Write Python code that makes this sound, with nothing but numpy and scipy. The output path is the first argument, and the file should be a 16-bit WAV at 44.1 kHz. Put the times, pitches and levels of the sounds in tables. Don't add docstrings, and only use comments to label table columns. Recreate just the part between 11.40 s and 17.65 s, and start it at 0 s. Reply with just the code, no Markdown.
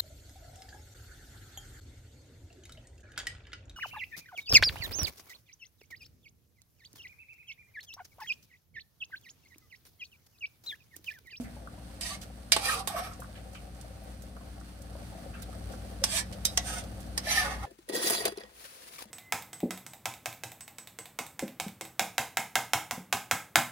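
import sys
import numpy as np
from scipy import signal
from scipy.fft import rfft, irfft, next_fast_len
from scipy.io import wavfile
from scipy.ndimage import map_coordinates

SR = 44100
rng = np.random.default_rng(int(sys.argv[2]) if len(sys.argv) > 2 else 0)


def master(y):
    cut = np.clip(np.atleast_2d(y).T, -1, 1)
    pcm = np.round(cut * 32767)
    wavfile.write(sys.argv[1], SR, pcm.astype(np.int16))


def elevation(decibels):
    levels = np.asarray(decibels, float)
    return 10 ** (levels / 20)


N = 275801


def unit(x):
    return x / np.sqrt(np.mean(np.abs(x) ** 2) + 1e-20)


def along(points, hz):
    f, v = np.transpose(points)
    return np.interp(np.log(hz + 1), np.log(f + 1), v)


def wobble(rate_hz, size=N):
    knots = rng.standard_normal(int(size * rate_hz / SR) + 4)
    return map_coordinates(knots, [np.arange(size) * rate_hz / SR])


def filtered(x, response):
    n = x.shape[-1]
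    m = next_fast_len(n + SR // 8)
    return irfft(rfft(x, m) * response(np.fft.rfftfreq(m, 1 / SR)), m)[..., :n]


def modes(peaks):
    def mode(f, c, w, db):
        return elevation(db) * 1j * f * w / (c * c - f * f + 1j * f * w)
    return lambda f: sum((-1) ** k * mode(f, *peak) for k, peak in enumerate(peaks))


def colour(spectrum):
    return lambda f: elevation(along(spectrum, f))


def normed(response):
    size = np.sqrt(np.mean(np.abs(response(np.linspace(0, SR / 2, num=2500))) ** 2))
    return lambda f: response(f) / size


def grit(spike_db, *shape):
    spikes = np.minimum(rng.exponential(size=shape[-1]), 7)
    return unit(rng.standard_normal(shape) * elevation(spike_db * spikes))


def add_at(out, s, sound):
    out[:, round(s * SR):][:, :sound.shape[-1]] += sound


def placed(pair, alike, lean, lag_s):
    turn = lambda f: np.arccos(np.clip(along(alike, f), -1, 1)) / 2
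    mid, side = filtered(pair, lambda f: np.array([np.cos(turn(f)), np.sin(turn(f))]))
    sign = np.array([[1], [-1]])
    ear = lambda f: elevation(along(lean, f) / 2 * sign) * np.exp(-1j * np.pi * f * lag_s * sign)
    return filtered(np.array([mid + side, mid - side]), ear)


# t/s, peak level/dB, knock below peak/dB, brightest f/Hz, t60/s
BLOWS = [
    (0.61, -30, -21, 8300, 0.17),
    (1.1202, -8, -22, 4920, 0.13),
    (1.1637, -19, -2.5, 8550, 0.071),
    (1.474, -21.5, -10, 9430, 0.14),
    (4.639, -13, -16.5, 5340, 0.059),
    (5.0521, -13, -30, 5240, 0.088),
    (5.1749, -11.5, -18.5, 6450, 0.018),
    (5.7769, -18.5, -18, 4950, 0.052),
]
# f/Hz, level/dB per Hz
CLANK = [(710, -39), (1200, 13), (2320, -5), (2620, -5), (2960, -4), (4030, -3.5), (4970, -8), (6690, -9),
         (8620, -6.5), (13400, -19), (16700, -34)]
# f/Hz, width/Hz, level/dB
PAN = [(321, 97, -3), (522, 6, -0.5), (660, 26, 4.5), (860, 13.5, 5), (1092, 27, 10.5)]
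# f/Hz, width/Hz, level/dB
STEEL = [
    [(1850, 57, -3), (4730, 39, 3), (5300, 38, 2), (8550, 88, -3), (11700, 36, -10)],
    [(2270, 29, 3), (5040, 26, -3), (6180, 23, -1), (7400, 90, -14), (11900, 23, -13)],
    [(3750, 110, -7), (6080, 130, -7), (8300, 97, -12), (9480, 160, -8), (10100, 140, -4)],
    [(3770, 110, -2), (6950, 83, 0), (8130, 260, -8), (10200, 160, -6), (11800, 120, 7.5)],
    [(5050, 45, 0), (6300, 42, -8), (7200, 120, -6), (7850, 41, -6), (9070, 55, 1)],
    [(3720, 48, 2), (4050, 27, -4), (4970, 47, 7), (8730, 30, -4), (13300, 54, -5)],
    [(1920, 29, 0), (3970, 35, 4), (6260, 65, -8), (7400, 31, -5), (8700, 92, -11)],
    [(1810, 150, 7), (3730, 32, -2), (5060, 82, 0), (6420, 22, 4), (8370, 33, -12)],
]
# f/Hz, width/Hz, level/dB
ARMS = [
    [(2940, 86, 11.5), (4920, 150, 5), (6030, 160, 9)],
    [(5240, 180, 17), (5980, 180, 8), (8520, 170, 12)],
]
THIN_HZ = [1980, 1940]
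TREBLE_DB_PER_OCT, LEAD_DB = [-11, -2.5], [-20, -14]
FREE_DB_PER_S, STEEL_DB = 77.5, 5


def blows():
    lead_s = 0.004
    out, t = np.zeros((2, N + SR)), np.arange(SR // 4) / SR - lead_s
    hit = t >= 0
    for (s, db, knock_db, hz, t60), ring in zip(BLOWS, STEEL):
        closed = s > 2
        lead = (t < 0) * elevation(LEAD_DB[closed] + 3500 * t)
        decay = elevation(-60 * t / 0.028) + 0.39 * elevation(-60 * t / t60) + 0.022 * elevation(-60 * t / 1.2)
        shape = lead + hit * decay
        slope_db = TREBLE_DB_PER_OCT[closed] + FREE_DB_PER_S * t60
        thin = lambda f: 1 / (1 + (THIN_HZ[closed] / (f + 1)) ** 6)
        tilt = lambda f: elevation(slope_db * np.log2((f + 500) / 5000)) * thin(f)
        favour = lambda f: 1 + 0.55 * np.exp(-np.log2((f + 1) / hz) ** 2 / 0.12)
        bright = lambda f: colour(CLANK)(f) * tilt(f) * favour(f)
        damped = [(c, max(w, 90), level + STEEL_DB - along(CLANK, c) / 2) for c, w, level in ring]
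        resonant = modes(damped + ARMS[closed] + [(hz, 200, 7)])
        steel = normed(lambda f: bright(f) * (elevation(3.5) + resonant(f)))
        shove = hit * elevation(-60 * t / 0.0006) * [[1], [0.3]]
        clank = filtered(shape * grit(1.5, 2, len(t)) + 3 * shove, steel)
        push = 3.5 * shove + 0.2 * hit * elevation(-60 * t / 0.1) * grit(1.5, 2, len(t))
        body = [(c, max(w, 40), level) for c, w, level in PAN]
        knock = filtered(push, normed(modes(body + [(1560, 1900, -4.5)])))
        add_at(out, s - lead_s, elevation(db - 5.5) * (clank + elevation(knock_db + 7.5) * knock))
    return out[:, :N]


# t/s, peak level/dB, f/Hz, t60/s
CHIMES = [
    (1.121, -22, 2343, .12),
    (1.123, -24, 3010, 0.1),
    (1.121, -27, 3810, 0.091),
    (1.121, -32, 9600, .04),
    (1.124, -36, 658, 0.36),
    (4.64, -19, 8500, .03),
    (5.054, -25, 8500, 0.027),
    (5.053, -22, 5270, 0.032),
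    (5.175, -20, 6100, .025),
    (5.777, -25, 5100, 0.032),
]


def chimes():
    out, t = np.zeros((2, N + SR)), np.arange(SR // 8) / SR
    for s, db, hz, t60 in CHIMES:
        main = np.sin(2 * np.pi * hz * t + np.array([[0], [1.3]]))
        pair = main + 0.2 * np.sin(2 * np.pi * hz * 0.95 * t)
        onset = 1 - np.exp(-t / 0.0026)
        add_at(out, s, elevation(db - 60 * t / t60) * onset * pair * [[1], [0.3]])
    return out[:, :N]


def dense(t60):
    t = np.arange(SR // 8) / SR
    ring = rfft(unit(rng.standard_normal(len(t)) * elevation(-60 * t / t60)), SR) / np.sqrt(len(t))
    return lambda f: 0.65 + ring[np.round(f).astype(int)]


# t/s, level/dB
STROKES = [
    [(0.614, -38.5), (0.626, -45), (0.64, -44.5), (0.738, -41.5), (0.78, -69)],
    [(1.49, -53), (1.542, -53.5), (1.564, -49.5), (1.616, -49.5), (1.65, -51.5), (1.728, -62.5),
     (1.734, -66), (1.76, -70)],
    [(4.66, -45), (4.67, -45), (4.71, -39.5), (4.774, -32), (4.794, -35), (4.83, -62)],
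    [(5.24, -52.5), (5.275, -44), (5.385, -41.5), (5.42, -66)],
    [(5.83, -55), (5.868, -41.5), (5.922, -33.5), (5.962, -34.5), (6.0, -37.5), (6.035, -43), (6.07, -58)],
    [(6.0, -51), (6.045, -46.5), (6.088, -50.5), (6.124, -49.5), (6.176, -63), (6.24, -54.5)],
]
# t/s, level/dB
LONG_STROKE = [(1.185, -44), (1.207, -47.5), (1.235, -43), (1.259, -35.5), (1.297, -33.5), (1.335, -41),
               (1.395, -45), (1.45, -75)]
# f/Hz, width/Hz, level/dB
TONGS = [
    [(4720, 230, -7.5), (8650, 90, -10)],
    [(3700, 540, -9), (4920, 22, 0), (8200, 200, -14), (9600, 190, -8.5), (11700, 99, -7)],
    [(2280, 63, -13), (8200, 190, -7), (11740, 250, 2)],
    [(8030, 150, -13), (8700, 90, -14)],
    [(3530, 200, -10), (6650, 200, -10), (8700, 170, -10)],
    [(6100, 90, -12), (9900, 150, -12), (11570, 92, -5)],
    [(2660, 34, -13), (6100, 70, -9)],
]
# f/Hz, width/Hz, level/dB
RINGS = [([(693, 150, -3), (1176, 54, 7)], [(1820, 150, 4), (2370, 52, -7)]), ([(460, 60, -18),
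         (810, 19, -10), (930, 19, -6), (1200, 280, -7)], [(1660, 27, -3), (1710, 53, 7.5), (2390, 76, 6)]),
         ([(497, 130, 2), (683, 94, 10.5), (1165, 160, 13.5)], [(1800, 150, -2), (2350, 150, -11)]),
         ([(660, 87, -8.5), (1200, 31, -5.5)], [(1710, 99, 7), (2180, 48, -19)]), ([(705, 81, 4),
         (953, 19, 1)], [(1540, 480, -1), (2170, 29, -4.5)]), ([(476, 160, -5.5), (790, 44, 3.5),
         (1230, 23, 1)], [(1790, 96, 6), (2060, 37, 0)]), ([(467, 110, -14.5), (780, 63, -4),
         (1200, 44, -6.5)], [(1450, 66, -15.5), (1820, 210, -10.5)])]
# low pan/dB, middle pan/dB, treble lift/dB, low pan gain start to end/dB,
# pan brightness at start/dB per octave
GRIP = [(-9.5, -9, 12, 15, -9.5), (1.5, -4.5, 13.5, 11, 10), (9, -2.5, 5.5, -0.5, 2),
        (-9.5, -14.5, 13.5, 10, -5), (-8, -5, 16, 17, -3.5), (-9.5, -5, 9, -7, -2.5), (8, 8, 12, 2, 0)]
NOTCH_HZ = [6800, 7260, 6950, 6800, 6900, 8300, 8000]
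# f/Hz, level/dB per Hz
RASP = [(880, -26), (1500, -21), (1780, -7.5), (2150, -6.5), (5310, -9.5), (6050, -12), (6760, -22),
        (9790, -24.5), (15200, -44), (16000, -59), (16500, -79)]
RASP_DB, PAN_DB, MIN_WIDTH_HZ = 3, -3.5, 110


def pressure(rows):
    s, db = np.transpose(rows)
    s = np.r_[s[0] - 0.01, s, s[-1] + 0.01]
    return np.interp(np.arange(N) / SR, s, np.r_[-100, db, -100])


def scrapes():
    out = np.zeros((2, N))
    strokes = sorted([LONG_STROKE, *STROKES], key=lambda rows: rows[0][0])
    for rows, (low, middle), tongs, grip, notch_hz in zip(strokes, RINGS, TONGS, GRIP, NOTCH_HZ):
        low_db, middle_db, treble_db, gain_db, slide_db = grip
        begin_s, end_s = rows[0][0], rows[-1][0]
        part = slice(round((begin_s - 0.03) * SR), round((end_s + 0.13) * SR))
        press_db = pressure(rows)[part] + RASP_DB
        size = len(press_db)
        slips = unit(elevation(1.2 * wobble(85.3, size) + 1.5 * wobble(30.7, size)))
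        travel = (np.arange(size) / SR - 0.03) / (end_s - begin_s) - 0.5
        spot = np.pi / 4 * (1 + np.tanh(2.2 * travel + 0.96 * wobble(11.5, size)))
        spots = np.array([[np.cos(spot)], [np.sin(spot)]])

        def force(db):
            return elevation(press_db + db + 1.3 * wobble(40.3, size)) * slips * grit(1.6, 2, size) * spots

        here, there = dense(0.058), dense(0.073)
        crowd = lambda f: np.array([[here(f)], [there(f)]])
        steel = lambda f: colour(RASP)(f) * crowd(f) * (elevation(-14.5) + np.abs(modes(tongs)(f)))
        high = lambda f: 1 / (1 + (notch_hz / (f + 1)) ** 12)
        tips = lambda f: steel(f) * (1 - high(f) + elevation(treble_db) * high(f))
        octave = lambda f: np.log2(np.clip(f, 500, 2600) / 1300)
        lean = lambda f: elevation(slide_db * octave(f) * [[[1]], [[-1]]])

        def pan(peaks):
            wet = modes([(c, max(w, MIN_WIDTH_HZ), db) for c, w, db in peaks])
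            return lambda f: wet(f) * (0.4 + crowd(f)) * lean(f)

        bodies = [(0, tips), (PAN_DB + low_db + gain_db * travel, pan(low)), (PAN_DB + middle_db, pan(middle))]
        for level_db, body in bodies:
            out[:, part] += filtered(force(level_db), normed(body)).sum(axis=0)
    return out


# middle t/s, length/s, peak level/dB, f/Hz
SINGS = [(0.618, 0.014, -44, 1850), (0.647, 0.038, -50, 1850), (0.651, 0.048, -48.0, 668),
         (0.662, 0.017, -36, 1870), (0.663, 0.022, -44, 2360), (0.707, 0.037, -46, 664),
         (0.721, 0.024, -46, 780), (0.722, 0.033, -40, 1160), (0.75, 0.016, -43, 2140),
         (1.259, 0.042, -33, 2390), (1.255, 0.084, -35.5, 790), (1.269, 0.038, -34.5, 1810),
         (1.291, 0.013, -24.5, 1850), (1.299, 0.017, -27, 1280), (1.3, 0.018, -28, 1610),
         (1.315, 0.017, -31, 1226), (1.336, 0.026, -26, 1225), (1.504, 0.017, -28.5, 780),
         (1.55, 0.012, -27, 650), (1.573, 0.03, -32.5, 1217), (1.584, 0.04, -38.5, 680),
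         (1.603, 0.028, -35, 704), (1.625, 0.012, -36, 726), (1.717, 0.013, -37.5, 1300),
         (4.625, 0.012, -28.5, 550), (4.749, 0.039, -35, 664), (4.774, 0.039, -40, 1720),
         (4.809, 0.019, -33, 1730), (5.185, 0.019, -30, 730), (5.261, 0.021, -42, 704),
         (5.268, 0.018, -48.0, 1650), (5.304, 0.028, -39, 1640), (5.317, 0.04, -42.5, 716),
         (5.337, 0.038, -45, 1450), (5.372, 0.022, -35.5, 1470), (5.375, 0.041, -43, 2120),
         (5.38, 0.021, -36.5, 687), (5.876, 0.02, -34, 1790), (5.941, 0.015, -34, 1790),
         (5.958, 0.014, -26, 1790), (5.976, 0.027, -31.5, 780), (5.982, 0.015, -14, 1790),
         (6, 0.055, -31.5, 1235), (6.008, 0.014, -27, 1790), (6.019, 0.022, -31, 738),
         (6.028, 0.014, -23, 1730), (6.053, 0.018, -34, 1770), (6.121, 0.025, -36, 780),
         (6.246, 0.03, -33, 810),
         (0.636, .016, -32, 4970), (1.265, .045, -33, 4980), (1.3, .035, -36, 3820),
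           (1.4, 0.06, -35, 766), (1.638, 0.04, -41, 724), (1.6, 0.032, -40, 1170),
           (1.659, 0.036, -45, 1240), (3.953, 0.028, -50, 2650), (3.955, 0.034, -53, 1600),
           (3.985, 0.01, -49, 1300), (4.743, .018, -36, 6000), (4.786, 0.022, -31, 8030),
           (5.09, .04, -38, 3860), (4.705, .045, -33, 4800), (4.67, .012, -36, 3900),
           (4.772, .014, -26, 3700), (5.892, .02, -34, 4600), (5.897, .024, -32, 4080),
           (5.97, .045, -39, 10100), (5.987, .05, -39, 4600), (5.197, 0.035, -37, 3800),
           (5.923, 0.025, -23.5, 6140)]


def sings():
    half_s, rise, fall = 0.06, 0.43, 0.38
    out, t = np.zeros((2, N + SR)), np.arange(SR // 8) / SR - half_s
    for s, length_s, db, hz in SINGS:
        swell = elevation(db - 2 - 6 * (t / (length_s * np.where(t < 0, rise, fall))) ** 2)
        size = 1 + 0.25 * wobble(148, len(t))
        phase = np.array([[0], [1.3]]) + 0.82 * wobble(67.5, len(t)) + 7 * rng.random()
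        tone = size * np.sin(2 * np.pi * hz * t + phase)
        add_at(out, s - half_s, swell * tone * [[1], [0.3]])
    return out[:, :N]


# t/s, peak level/dB, centre f/Hz, t60/s
TOUCHES = [(0.039, -49.5, 1820, 0.24), (0.2727, -38, 1310, 0.036), (0.8275, -50, 1490, 0.086),
           (1.215, -47, 790, 0.26), (1.82, -39.5, 1230, 0.037), (1.842, -44.5, 1320, 0.029),
           (2.148, -45, 2660, 0.13), (2.149, -46.5, 1300, 0.12), (2.9656, -45, 1200, 0.022),
           (3.2114, -49.5, 1310, 0.042), (3.553, -52, 1070, 0.083), (3.93, -47.5, 1470, 0.42),
           (3.935, -49.5, 2480, 0.3), (4.029, -43.5, 3960, 0.044), (4.127, -48, 1270, 0.042),
           (4.334, -44, 1300, 0.039), (5.865, -36, 630, 0.12), (6.216, -40, 1220, 0.47)]
# t/s, peak level/dB, centre f/Hz, band/octaves, t60/s
TICKS = [(0.004, -43, 4970, 2.8, 0.16), (0.034, -42.5, 6100, 1.7, 0.11), (0.813, -38.5, 4470, 1.5, 0.12),
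         (1.8, -44, 8900, 1, 0.058), (1.832, -48, 8350, 0.95, .04), (1.95, -47, 2300, 0.86, 0.2),
         (1.733, -47, 6000, 0.65, .05), (2.1314, -47.5, 6950, 0.84, 0.054), (2.144, -45, 3500, 1.4, .1),
         (2.347, -52, 6000, 0.88, .04), (2.411, -42.5, 6460, 1.1, 0.036), (2.637, -50.5, 13500, 0.54, .05),
         (2.8196, -46.5, 8200, 1.1, .06), (3.2, -51, 6500, 0.61, .06), (3.418, -46, 7500, 1.1, .05),
         (4.02, -35, 7500, 2.5, 0.057), (4.3196, -42, 5500, 1.8, 0.082), (4.925, -35.5, 3450, 1.46, 0.076),
         (5.437, -40, 4200, 1.5, .06), (5.603, -42.5, 7500, 1.3, .05)]
SLIP_OCTAVES, NARROWS_PER_DB = 0.5, 0.017


def touches():
    out, t = np.zeros((2, N + SR)), np.arange(SR // 6) / SR
    slip_band = lambda db: max(SLIP_OCTAVES - NARROWS_PER_DB * (db + 52), 0.12)
    slips = [(s, db, hz, slip_band(db), t60) for s, db, hz, t60 in TOUCHES]
    for s, db, hz, octaves, t60 in slips + TICKS:
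        bell = lambda f: np.exp(-(np.log2((f + 1) / hz) / octaves) ** 2)
        spill = lambda f: 0.13 * min(octaves, 0.6) ** 2 * (f > hz / 2)
        band = normed(lambda f: (bell(f) + spill(f)) / (1 + (f / 14500) ** 6))
        onset = 1 - np.exp(-t / (0.025 * t60))
        puff = filtered(elevation(-60 * t / t60) * onset * grit(2.96, 2, len(t)), band)
        add_at(out, s, elevation(db + 4.5) * puff / np.abs(puff).max())
    return out[:, :N]


# f/Hz, level/dB, t60/s
PLOP = [(241, 5, 0.23), (470, -13, 0.22), (627, -34, 0.31), (657, -16.5, 0.31)]


def plop():
    out, t = np.zeros((2, N)), np.arange(SR // 6) / SR
    for hz, db, t60 in PLOP:
        out[0, :len(t)] += elevation(db - 34 - 60 * t / min(t60, 0.19)) * np.sin(2 * np.pi * hz * t + 3.63)
    return out


# f/Hz, t60/s
WALLS = [(200, 0.34), (1500, 0.21), (10000, 0.0052)]


def walls(x):
    hz, t, z = signal.stft(rng.standard_normal((2, SR // 2)), SR, nperseg=256)
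    tail = signal.istft(z * elevation(-60 * t / along(WALLS, hz)[:, None]), SR, nperseg=256)[1]
    delayed = np.pad(x, (300, 0))[None]
    return signal.fftconvolve(delayed, tail / np.linalg.norm(tail[0]), axes=1)[:, :N]


MOTOR_HZ = [59.38, 98]
# multiple, level/dB
ORDERS_DB = [
    [(1, -0.5), (2, -14.5), (3, -14), (4, -14), (5, -15), (6, -29.5)],
    [(1, -10.5), (2, -9.5)],
]
# f/Hz, level/dB per Hz
RUMBLE = [(15, -37), (25, -16), (48, -2.5), (70, -2.5), (139, -8), (200, -10.5), (243, -12.5), (311, -16.5),
          (366, -19), (480, -29.5), (620, -41), (1060, -120)]


def hum(level_db):
    t = np.arange(N) / SR
    lines = np.zeros(N)
    for hz, orders in zip(MOTOR_HZ, ORDERS_DB):
        for k, db in orders:
            phase = 0.14 * wobble(1.97) + 7 * rng.random()
            lines += elevation(db + 1.68 * wobble(2.87)) * np.sin(2 * np.pi * k * hz * t + phase)
    rumble = unit(filtered(rng.standard_normal((2, N)), colour(RUMBLE)))
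    return elevation(level_db) * (elevation(-0.5) * unit(lines) * [[1], [0.1]] + elevation(-4) * rumble)


# f/Hz, level/dB per Hz
BURBLE = [(250, -37), (420, -8), (476, -8.5), (526, 0), (582, -5), (775, -2.5), (1020, -37), (1100, -14),
          (1430, -22), (2420, -120)]
# t/s, peak level/dB, f/Hz
GLUGS = [(0.165, -40.5, 564), (0.223, -47, 520), (0.378, -43.5, 622), (0.496, -47, 790), (0.898, -44, 514),
         (1.793, -38, 523), (1.893, -44, 636), (2.056, -43, 522), (2.131, -43.5, 563), (2.274, -45, 550),
         (2.445, -42, 637), (2.506, -47, 536), (2.619, -44.5, 657), (2.837, -43.5, 543),
         (2.966, -43.5, 522), (3.008, -46, 670), (3.309, -61, 660), (3.401, -45, 545), (3.553, -37, 568),
         (3.62, -40, 585), (3.72, -41, 558), (3.751, -39, 668), (3.782, -40, 667), (3.861, -39, 540),
         (4.091, -42, 525), (4.298, -37, 537), (4.337, -37, 522), (4.949, -42, 522), (5.524, -46, 516)]


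def burble(level_db):
    flow = elevation(2.6 * wobble(45)) * grit(1.04, 2, N)
    out = elevation(level_db + 2) * unit(filtered(flow, colour(BURBLE)))
    t = np.arange(SR // 8) / SR
    for s, db, hz in GLUGS:
        bubble = np.sin(2 * np.pi * hz * t) + 0.73 * np.sin(2 * np.pi * hz * rng.uniform(1, 1.6) * t)
        onset = 1 - np.exp(-t / 0.0012)
        add_at(out, s, elevation(db - 1.5 - 60 * t / 0.075) * onset * bubble * [[1], [0.4]])
    return out


# f/Hz, level/dB per Hz
HISS = [(530, -29), (900, 4), (1020, -2), (1480, 2.5), (2240, -3), (3970, -4.5), (4430, -2), (5320, -7.5),
        (6010, -7), (6870, -12), (9090, -4.5), (13900, -16), (15200, -13), (15900, -23), (16500, -46)]


def hiss(level_db):
    drift_db = 0.9 * wobble(14) + 0.3 * wobble(2)
    return elevation(level_db + drift_db) * unit(filtered(grit(3, 2, N), colour(HISS)))


# t/s, hum level/dB
GAIN = [(0.15, -48), (1.78, -48), (3.4, -48), (3.65, -44.5), (6.25, -42.5)]
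# f/Hz, likeness
ALIKE = [(60, 1), (180, 0.79), (550, 0.52), (1650, -0.24), (4970, 0.18), (15000, 0.39)]
# f/Hz, left minus right level/dB
LEAN = [(60, 2.5), (130, 0), (290, 1.5), (640, 3.5), (1410, 0.5), (3100, 0.5), (6820, -8), (15000, -5)]
BURBLE_DB, HISS_DB, HISS_FOLLOWS = -12, -58.5, 0.71


def kitchen():
    hum_db = np.interp(np.arange(N) / SR, *np.transpose(GAIN)) + 0.98
    hiss_db = HISS_DB + HISS_FOLLOWS * (hum_db - hum_db.min())
    background = hum(hum_db) + burble(hum_db + BURBLE_DB) + hiss(hiss_db)
    return placed(background, ALIKE, LEAN, lag_s=-1.4e-4)


# f/Hz, left-right likeness
NEAR_ALIKE = [(200, 1), (700, 0.73), (1500, 0.23), (2600, 0.068), (8000, 0.049)]
# f/Hz, left minus right level/dB
SHADOW = [(60, -9), (150, -6), (380, 1), (950, -3), (2380, -1), (5980, -6.5), (15000, -16)]


def scene():
    work = blows() + chimes() + scrapes() + sings() + touches() + plop()
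    work = placed(work, NEAR_ALIKE, SHADOW, lag_s=1.15e-4)
    return work + elevation(-13.5) * walls(work[1]) + kitchen()


def band_limit(x):
    return signal.sosfilt(signal.butter(12, 16300, fs=SR, output="sos"), x)


def record(dry):
    dip = lambda f: 0.5 * np.exp(-((f - 6950) / 130) ** 2)
    top = lambda f: elevation(-32) + 1 / (1 + (f / 15900) ** 120) - dip(f)
    port = lambda f: top(f) / np.sqrt(1 + (44 / (f + 1)) ** 8)
    x = filtered(dry, port)
    x = x / (1 + np.abs(x / 0.8) ** 4) ** 0.25
    return band_limit(x)


dry = scene()
out = record(dry)
master(out)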